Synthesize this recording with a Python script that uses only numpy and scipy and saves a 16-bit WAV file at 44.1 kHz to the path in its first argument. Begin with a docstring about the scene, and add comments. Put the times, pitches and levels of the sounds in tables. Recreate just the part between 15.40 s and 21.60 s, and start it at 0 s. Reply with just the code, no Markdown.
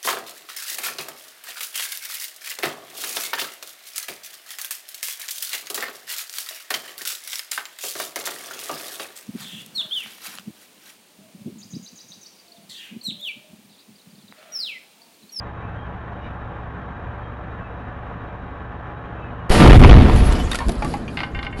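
"""A village street: a diesel tank idles, then fires its main gun close to a microphone on the ground. The blast
and its wind overload the microphone, the shell bursts down the street, and the ground and the houses throw back
a boom and a roar. Grit and chips tick down, rubble knocks and crunches, and a piece of steel rings as it
bounces on the road."""
import sys
import numpy as np
from scipy import signal
from scipy.fft import rfft, irfft
from scipy.io import wavfile
from scipy.ndimage import uniform_filter1d

SR = 44100
rng = np.random.default_rng(int(sys.argv[2]) if len(sys.argv) > 2 else 0)


def int16_out(signal):
    """Quantize to a 16-bit WAV file."""
    q = np.round(np.clip(np.atleast_2d(signal).T, -1, 1) * 32767)
    wavfile.write(sys.argv[1], SR, q.astype(np.int16))


N = 273420
TIME = np.arange(N) / SR
SHOT_S = 4.094


def gain_of(db):
    """Decibels to amplitude."""
    return 10 ** (np.asarray(db) / 20)


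def unit_rms(x):
    """Scales to rms 1."""
    return x / np.sqrt(np.mean(x ** 2) + 1e-20)


def coloured(x, spectrum):
    """Filters x by a curve of (Hz, dB) points, at rms 1."""
    hz, db = np.transpose(spectrum)
    bins = np.fft.rfftfreq(len(x), 1 / SR)
    response = gain_of(np.interp(np.log(bins + 1), np.log(hz), db))
    return unit_rms(irfft(rfft(x) * response, len(x)))


def drift(hz):
    """Random wander of rms 1, with rates up to about hz."""
    bins = np.fft.rfftfreq(N, 1 / SR)
    return unit_rms(irfft(rfft(rng.standard_normal(N)) * np.exp(-(bins / hz) ** 2), N))


def band(hz, width_hz):
    """Noise in one resonance, about width_hz to either side, at rms 1."""
    phase = 2 * np.pi * hz * TIME
    return unit_rms(drift(width_hz) * np.sin(phase) + drift(width_hz) * np.cos(phase))


def steadied(x, window_s):
    """Holds the running rms near 1."""
    size = max(int(window_s * SR), 2)
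    power = uniform_filter1d(uniform_filter1d(x ** 2, size), size)
    return x / np.sqrt(abs(power) + 1e-9)


def surge(start_s, db, climb_db, attack_s, hold_s, fall_db_per_s):
    """Gain curve: climbs to db, holds, dies away."""
    t = TIME - start_s
    climb = climb_db * np.clip(1 - t / attack_s, 0, 1)
    fall = fall_db_per_s * np.maximum(t - attack_s - hold_s, 0)
    return gain_of(db - climb - fall) * np.clip(t / 0.0031, 0, 1)


def puff(centre_s, half_width_s, db):
    """Gain curve: one Gaussian swell."""
    return gain_of(db) * np.exp(-((TIME - centre_s) / half_width_s) ** 2)


def power_sum(gains):
    """Adds gain curves by power."""
    return np.sqrt(sum(gain ** 2 for gain in gains))


def add(mix, start_s, sound):
    """Mixes a sound in at start_s."""
    part = mix[round(start_s * SR):][:len(sound)]
    part += sound[:len(part)]


def street(x, wet_db, t60_s):
    """Adds sparse reflections from the ground, hull and house fronts."""
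    t = np.arange(SR) / SR
    taps = rng.standard_normal(SR) * (rng.random(SR) < 2000 / SR)
    taps *= gain_of(-60 * t / t60_s) * (t > .004)
    return x + gain_of(wet_db) * signal.fftconvolve(x, taps / np.linalg.norm(taps))[:N]


# Exhaust tones. Each row: multiple of the four-stroke cycle rate, relative level in dB.
EXHAUST_TONES = [(6, -15), (9, -10), (10, -16), (12, 0), (16, -10), (18, -9), (21, -1)]
# Clatter throb. Each entry: multiple of the cycle rate.
FIRING_ORDERS = [5, 8, 12, 16]
# Diesel clatter. Each row: frequency in Hz, relative density in dB.
CLATTER_SPECTRUM = [(10, -16), (25, 1.5), (140, 3.5), (240, 0.5), (330, -4), (760, -3), (1150, -4.5),
                    (1750, -8.5), (2150, -19), (3100, -25), (3900, -35), (4600, -46.5), (6300, -50),
                    (9000, -64), (12000, -57)]
# Engine deck resonances. Each row: frequency in Hz, half-width in Hz, level in dB.
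DECK_MODES = [(324, 4, -68), (473.5, 16, -55.5), (757, 98, -51), (1100, 27, -54), (1554, 42, -59.5),
              (2374, 23, -65), (2590, 38, -72), (3800, 48, -71.5)]


def engine(cycle_hz=5.465, wander=0.0036, throb=0.12, knock=0.06, flutter_db=0.74):
    """Twelve cylinders idle: exhaust tones, clatter throbbing with uneven firing, a ringing deck."""
    cycles = np.cumsum(cycle_hz * (1 + wander * drift(0.96))) / SR
    exhaust = np.zeros(N)
    for order, db in EXHAUST_TONES:
        level = gain_of(db) * (1 + throb * drift(5.5))
        exhaust += level * np.sin(2 * np.pi * (order * cycles + rng.random()))
    firing = sum(np.cos(2 * np.pi * (order * cycles + rng.random())) for order in FIRING_ORDERS)
    clatter = coloured(street(rng.standard_normal(N), wet_db=-9.5, t60_s=0.091), CLATTER_SPECTRUM)
    clatter *= (1 + knock * firing) * gain_of(flutter_db * drift(29))
    deck = sum(gain_of(db) * band(hz, width_hz) for hz, width_hz, db in DECK_MODES)
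    dip_after_shot = gain_of(-3.5 * np.clip((TIME - SHOT_S) / .5, 0, 1))
    return gain_of(-36.5) * unit_rms(exhaust) + (gain_of(-35.5) * clatter + deck) * dip_after_shot


# Each row: centre in seconds, half-width in seconds, frequency in Hz, level in dB.
IDLE_SWELLS = [(0.34, 0.059, 99.4, -32), (.92, 0.048, 116.5, -37), (1.653, 0.1, 90.86, -33)]


def swells():
    """The idle's low rumble heaves now and then."""
    return sum(band(hz, 32) * puff(s, half_width_s, db) for s, half_width_s, hz, db in IDLE_SWELLS)


# Each row: start in seconds, length in seconds, start and end pitch in Hz, level in dB.
SQUEAK_GLIDES = [(0.162, 0.2, 2590, 2590, -54), (.36, .1, 3200, 3240, -56), (1.82, 0.091, 3200, 3150, -54),
                 (2.188, 0.12, 2640, 2540, -53), (3.148, 0.09, 2630, 2560, -59),
                 (3.72, .23, 2690, 2410, -51), (3.784, 0.13, 3030, 2800, -56),
                 (3.919, 0.22, 2900, 2800, -60)]


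def squeaks(flutter=0.53):
    """Faint, unsteady tones swell and fade; most sag in pitch."""
    out = np.zeros(N)
    for start_s, length_s, start_hz, end_hz, db in SQUEAK_GLIDES:
        progress = np.linspace(0, 1, int(length_s * SR))
        hz = start_hz + (end_hz - start_hz) * progress ** 2
        tone = np.sin(2 * np.pi * np.cumsum(hz) / SR)
        add(out, start_s, gain_of(db) * np.sin(np.pi * progress) * tone)
    return street(out * (0.76 + flutter * drift(60)), wet_db=-3, t60_s=0.16)


def scuff():
    """A brief soft rasp of metal."""
    rasp = band(2900, 110) + 1.3 * band(2350, 110) + 0.51 * band(3740, 200) + 0.092 * band(5200, 1200)
    return unit_rms(rasp) * puff(centre_s=0.858, half_width_s=0.044, db=-49)


def chips(per_s=330, spread_db=5, pitches=30):
    """Small hard chips tick, each at its own pitch; most land after a short flight."""
    out, t = np.zeros(N), np.arange(SR // 50) / SR
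    for hz in np.geomspace(3800, 11200, pitches):
        hits = np.zeros(N)
        at = rng.integers(0, N, int(per_s / pitches * N / SR))
        hits[at] = gain_of(spread_db * np.minimum(rng.exponential(1, len(at)), 3))
        tick = np.sin(2 * np.pi * hz * t) * np.exp(-hz * t / 3)
        out += signal.oaconvolve(hits, tick)[:N]
    falling = surge(SHOT_S, db=-42, climb_db=26, attack_s=0.77, hold_s=0.034, fall_db_per_s=22.5)
    return unit_rms(street(out, wet_db=4, t60_s=0.16)) * falling


# Grains of dirt. Each row: frequency in Hz, relative density in dB.
GRIT_SPECTRUM = [(500, 14), (2000, 9), (4500, 7), (7000, -0.5), (9000, 1.5), (10800, 2), (12000, -5)]
# Each row: centre in seconds, half-width in seconds, grit level in dB, sand level in dB.
DIRT_SHOWERS = [(4.782, 0.037, -35, -43.5), (4.868, 0.035, -37, -38.5), (4.945, .06, -48, -60),
                (5.155, 0.091, -42, -73), (5.306, 0.06, -47, -52), (5.503, 0.083, -41.5, -56),
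                (5.76, 0.12, -51.5, -75), (6.038, 0.022, -54, -75), (6.195, 0.022, -43, -70)]


def grit(per_s=3500, spread_db=0.5, sand_hz=10400, sand_width_hz=550):
    """Grains spray out with the blast and come down in showers; the finest sand sizzles."""
    sizes = gain_of(spread_db * np.minimum(rng.exponential(1, N), 5)) * rng.standard_normal(N)
    ticks = street(sizes * (rng.random(N) < per_s / SR), wet_db=20, t60_s=0.17)
    spray = surge(SHOT_S, db=-22, climb_db=8, attack_s=0.027, hold_s=0.029, fall_db_per_s=37.5)
    grit_gain = power_sum([spray] + [puff(s, half_width_s, db) for s, half_width_s, db, _ in DIRT_SHOWERS])
    sand_gain = power_sum(puff(s, half_width_s, db) for s, half_width_s, _, db in DIRT_SHOWERS)
    return coloured(ticks, GRIT_SPECTRUM) * grit_gain + band(sand_hz, sand_width_hz) * sand_gain


# Each row: start in seconds, knock level in dB, main mode in Hz, its T60 in seconds, crunch level in dB.
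RUBBLE_HITS = [(4.697, -5, 1000, 0.012, -42), (4.762, -21, 714, 0.08, -25),
               (4.924, -46, 2280, 0.034, -21.5), (4.949, -29, 2980, 0.064, -44),
               (4.999, -27.5, 3010, 0.079, -38), (5.113, -26, 1050, 0.097, -26),
               (5.116, -18.5, 3650, 0.045, -19.5), (5.131, -23, 1900, 0.054, -25),
               (5.146, -15, 1400, 0.026, -19.5), (5.155, -30, 3100, .03, -16.5),
               (5.188, -24, 1790, 0.07, -23.5), (5.204, -18, 1040, 0.14, -48),
               (5.284, -26.5, 683, 0.081, -25), (5.293, -18.5, 402, 0.039, -22.5),
               (5.319, -48, 1100, 0.046, -28.5), (5.354, -51, 1400, 0.035, -38),
               (5.422, -15.5, 844, 0.12, -36), (5.424, -22.5, 2330, 0.036, -53),
               (5.447, -27, 1160, 0.09, -28.5), (5.539, -17.5, 821, 0.1, -33),
               (5.679, -28.5, 2440, .06, -55)]


def rubble(side_db=-5, side_t60_s=0.051, crunch_t60_s=0.025, crumble=0.69, contact_s=0.00061, modes=30):
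    """Each piece rings at one main mode among many short ones and crunches the dirt."""
    out, t = np.zeros(N), np.arange(SR // 3) / SR
    for start_s, knock_db, hz, t60_s, crunch_db in RUBBLE_HITS:
        side_hz = np.geomspace(550, 4200, modes) * rng.uniform(0.71, 1.6, modes)
        nearness = np.minimum(side_hz / hz, hz / side_hz)  # modes near the main one ring most
        sides = unit_rms(np.sin(2 * np.pi * (side_hz * t[:, None] + rng.random(modes))) @ nearness)
        sides *= gain_of(side_db - 60 * t / min(t60_s, side_t60_s))
        decay = gain_of(-60 * t / t60_s)
        ring = (np.sin(2 * np.pi * hz * t) * decay + sides) * (1 - np.exp(-t / contact_s))
        # the piece crumbles and touches down several more times
        touches = crumble * rng.standard_normal(len(t)) * (rng.random(len(t)) < 300 / SR) * decay
        touches[0] += 1
        knock = signal.fftconvolve(ring, touches / np.linalg.norm(touches))[:len(t)]
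        crunch = coloured(rng.standard_normal(len(t)), GRIT_SPECTRUM)
        crunch *= gain_of(crunch_db - 60 * t / crunch_t60_s)
        add(out, start_s, gain_of(knock_db) * knock + crunch)
    return street(out, wet_db=-12, t60_s=0.1)


# Each row: frequency in Hz, relative level in dB, base T60 in seconds.
STEEL_MODES = [(814, 1.5, 0.58), (1027, 1, 0.51), (1295, -18.5, .2), (1553, 7.5, 0.29), (1570, -8, .2),
               (1900, 9.5, 0.12), (2065, 0, .25), (2135, 13.5, 0.19), (2390, 2, 0.13), (2440, -12, 0.16),
               (2816, 12, 0.1), (2930, -4, 0.19), (3060, 0, 0.17), (3530, -4.5, 0.29), (4150, -23, 0.13),
               (4370, -22, 0.15), (4570, -16, 0.23), (5420, -26, 0.14)]
# Each row: start in seconds, ring level in dB, factor on T60, scrape level in dB.
STEEL_BOUNCES = [(5.772, -20.5, 0.53, -27), (5.79, -26, 0.36, -29.5), (5.804, -25, 0.52, -24.5),
                 (5.833, -18.5, 0.45, -28), (5.948, -25, 0.97, -39), (5.97, -33.5, 2, -45),
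                 (5.989, -21, 0.33, -35.5), (6.028, -34, 1.2, -30.5), (6.048, -43, 0.41, -33),
                 (6.066, -19, 0.3, -39), (6.127, -30.5, 1, -56)]
# Steel on road. Each row: frequency in Hz, relative density in dB.
SCRAPE_SPECTRUM = [(300, -11), (900, 9), (1600, 6.5), (3000, 1.5), (4800, -5), (6300, -26), (11000, -35)]


def steel(scrape_t60_s=0.078, contact_s=0.0004, detune=0.0075):
    """Each bounce scrapes and loads the piece differently, shifting its modes and ring times."""
    out, t = np.zeros(N), np.arange(SR // 2) / SR
    hz, mode_db, t60_s = np.transpose(STEEL_MODES)
    for start_s, ring_db, t60_factor, scrape_db in STEEL_BOUNCES:
        strike = gain_of(mode_db) * rng.uniform(0.9, 0.93, len(hz)) * rng.choice([-1, 1], len(hz))
        loaded_hz = hz * (1 + detune * rng.standard_normal(len(hz)))
        decay = gain_of(-60 * t[:, None] / (t60_s * t60_factor))
        modes = np.sin(2 * np.pi * loaded_hz * t[:, None]) * decay
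        ring = gain_of(ring_db) * modes @ strike / np.linalg.norm(strike)
        crack = 1 + 2 * np.exp(-t / 0.0013)  # the first touch is the hardest
        scrape = coloured(rng.standard_normal(len(t)), SCRAPE_SPECTRUM)
        scrape *= gain_of(scrape_db - 60 * t / scrape_t60_s) * crack
        add(out, start_s, (ring + scrape) * (1 - np.exp(-t / contact_s)))
    return street(out, wet_db=-11.5, t60_s=0.3)


# Near boom, boom off the far houses, roar. Each row: frequency in Hz, relative density in dB.
BOOM_SPECTRUM = [(30, -3.5), (110, 2), (250, 1.5), (380, -4.5), (600, -17.5), (1200, -36), (3000, -101),
                 (8000, -80)]
FAR_BOOM_SPECTRUM = [(30, -3), (90, -18), (140, 1), (240, 2), (400, -7), (650, -14), (1200, -44),
                     (3000, -61), (8000, -80)]
ROAR_SPECTRUM = [(100, -24), (400, 17.5), (900, 13.5), (1500, 7.5), (3000, 3), (5000, -10), (7000, -23),
                 (11000, -51)]
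# Single echoes: the first off the ground, the rest off house fronts. Each row: start, attack and hold in
# seconds, fall in dB per second, boom and roar levels in dB.
ECHO_RETURNS = [(4.138, 0.0094, .01, 150, -14, -17.5), (4.183, 0.025, .13, 218, -5, -11.5),
                (4.402, 0.016, .02, 152, -5, -18), (4.471, 0.032, 0.014, 74, -2.5, -15),
                (5.257, 0.027, 0.016, 197, -22.5, -52), (5.418, 0.019, 0.012, 50, -25.5, -44),
                (6.178, 0.024, .03, 102, -24, -32.5)]


def echoes(ragged_db=1.5, near_until_s=4.6, far_from_s=5.2):
    """The ground and the houses scatter shot and burst as a deep boom, thinning with distance, and a ragged
    roar."""
    near = steadied(coloured(rng.standard_normal(N), BOOM_SPECTRUM), window_s=0.021)
    far = steadied(coloured(rng.standard_normal(N), FAR_BOOM_SPECTRUM), window_s=0.056)
    far_share = np.clip((TIME - near_until_s) / (far_from_s - near_until_s), 0, 1)
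    boom = np.sqrt(1 - far_share) * near + np.sqrt(far_share) * far
    roar = coloured(street(rng.standard_normal(N), wet_db=-4.5, t60_s=0.039), ROAR_SPECTRUM)
    roar *= gain_of(ragged_db * drift(134))
    # beneath the single echoes, boom and roar each roll on in two waves
    boom_gains = [surge(SHOT_S, db=-25, climb_db=17, attack_s=0.33, hold_s=0.58, fall_db_per_s=110),
                  surge(SHOT_S, db=-34.5, climb_db=10, attack_s=0.48, hold_s=1.12, fall_db_per_s=7.5)]
    roar_gains = [surge(SHOT_S, db=-22.5, climb_db=2.5, attack_s=0.18, hold_s=0.2, fall_db_per_s=22),
                  surge(SHOT_S, db=-30.5, climb_db=3, attack_s=0.757, hold_s=0.14, fall_db_per_s=124)]
    for start_s, attack_s, hold_s, fall, boom_db, roar_db in ECHO_RETURNS:
        shape = surge(start_s, db=0, climb_db=15, attack_s=attack_s, hold_s=hold_s, fall_db_per_s=fall)
        boom_gains.append(gain_of(boom_db) * shape)
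        roar_gains.append(gain_of(roar_db) * shape)
    return boom * power_sum(boom_gains) + roar * power_sum(roar_gains)


# Wind on the microphone. Each row: frequency in Hz, relative density in dB.
BUFFET_SPECTRUM = [(8, -23), (22, -3), (42, 0.5), (66, -0.5), (110, -12), (220, -26), (500, -42.5),
                   (2000, -50), (8000, -94)]
# Brief swells of the fading rumble. Each row: centre in seconds, half-width in seconds, level in dB.
LOW_RUMBLE_SWELLS = [(4.742, 0.018, -5.5), (4.829, 0.029, -7.5), (4.896, 0.017, -10), (5.07, 0.018, -18),
                     (5.278, 0.029, -17), (5.42, 0.042, -22.5), (5.497, 0.051, -26.5), (5.986, 0.068, -27),
                     (6.176, 0.036, -31)]


def blast_wind(drum_hz=122, drum_width_hz=14, drum_db=-9):
    """A rush of air buffets the microphone, drumming at its peak; a low rumble fades in brief swells."""
    rush = surge(SHOT_S, db=3, climb_db=44, attack_s=0.2, hold_s=0.271, fall_db_per_s=168)
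    tail = surge(SHOT_S, db=-14.5, climb_db=15, attack_s=0.34, hold_s=.42, fall_db_per_s=43)
    strength = power_sum([rush, tail] + [puff(*swell) for swell in LOW_RUMBLE_SWELLS])
    drum = gain_of(drum_db) * band(drum_hz, drum_width_hz) * np.minimum(strength, 1)
    buffet = coloured(rng.standard_normal(N), BUFFET_SPECTRUM)
    return steadied(buffet + drum, window_s=0.17) * strength


# The shot, then reports from down the street. Each row: start in seconds, shock gain in dB,
# shock length in seconds, crash gain in dB, crash T60 in seconds.
EXPLOSIONS = [(4.1035, 1.5, 0.017, -14, 0.2), (4.435, -5, 0.0044, 3.5, 0.081),
              (4.491, 4, 0.0036, -6.5, 0.24)]


def explosions(front_s=.0005, rise_s=0.0057):
    """Each explosion is a shock with a suction phase, and a crash that swells and dies."""
    out, t = np.zeros(N), np.arange(SR) / SR
    for start_s, shock_db, length_s, crash_db, t60_s in EXPLOSIONS:
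        shock = (1 - np.exp(-t / front_s)) * (1 - t / length_s) * np.exp(-t / length_s)
        roar = coloured(rng.standard_normal(SR), ROAR_SPECTRUM)
        boom = coloured(rng.standard_normal(SR), BOOM_SPECTRUM)
        crash = (roar + boom) * gain_of(crash_db - 60 * t / t60_s) * (1 - np.exp(-t / rise_s))
        add(out, start_s, crash - gain_of(shock_db) * shock)
    return out


def scene():
    """Tank, shot and debris at one microphone."""
    tank = engine() + swells() + squeaks() + scuff()
    shot = explosions() + echoes() + blast_wind()
    return (tank + shot + grit() + chips() + rubble() + steel())[None]


def record(dry, ceiling=0.835, low_hz=1.5, rasp_hz=2500, edge_hz=11750, dry_leak=.014, rasp_leak=.18):
    """The microphone saturates into near-square waves with sagging, rasping tops; a low-pass follows."""
    squashed = dry / (1 + (dry / ceiling) ** 6) ** (1 / 6)
    rasp = signal.lfilter(*signal.butter(1, rasp_hz, "high", fs=SR), dry - squashed)
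    overloaded = squashed + dry_leak * dry + rasp_leak * rasp
    sagging = signal.lfilter(*signal.butter(1, low_hz, "high", fs=SR), overloaded)
    limited = np.clip(sagging, -.97, .97)
    low_pass = signal.firwin(301, edge_hz, window=("kaiser", 7), fs=SR)
    return signal.oaconvolve(limited, low_pass[None], "same")


dry = scene()
out = record(dry)
int16_out(out)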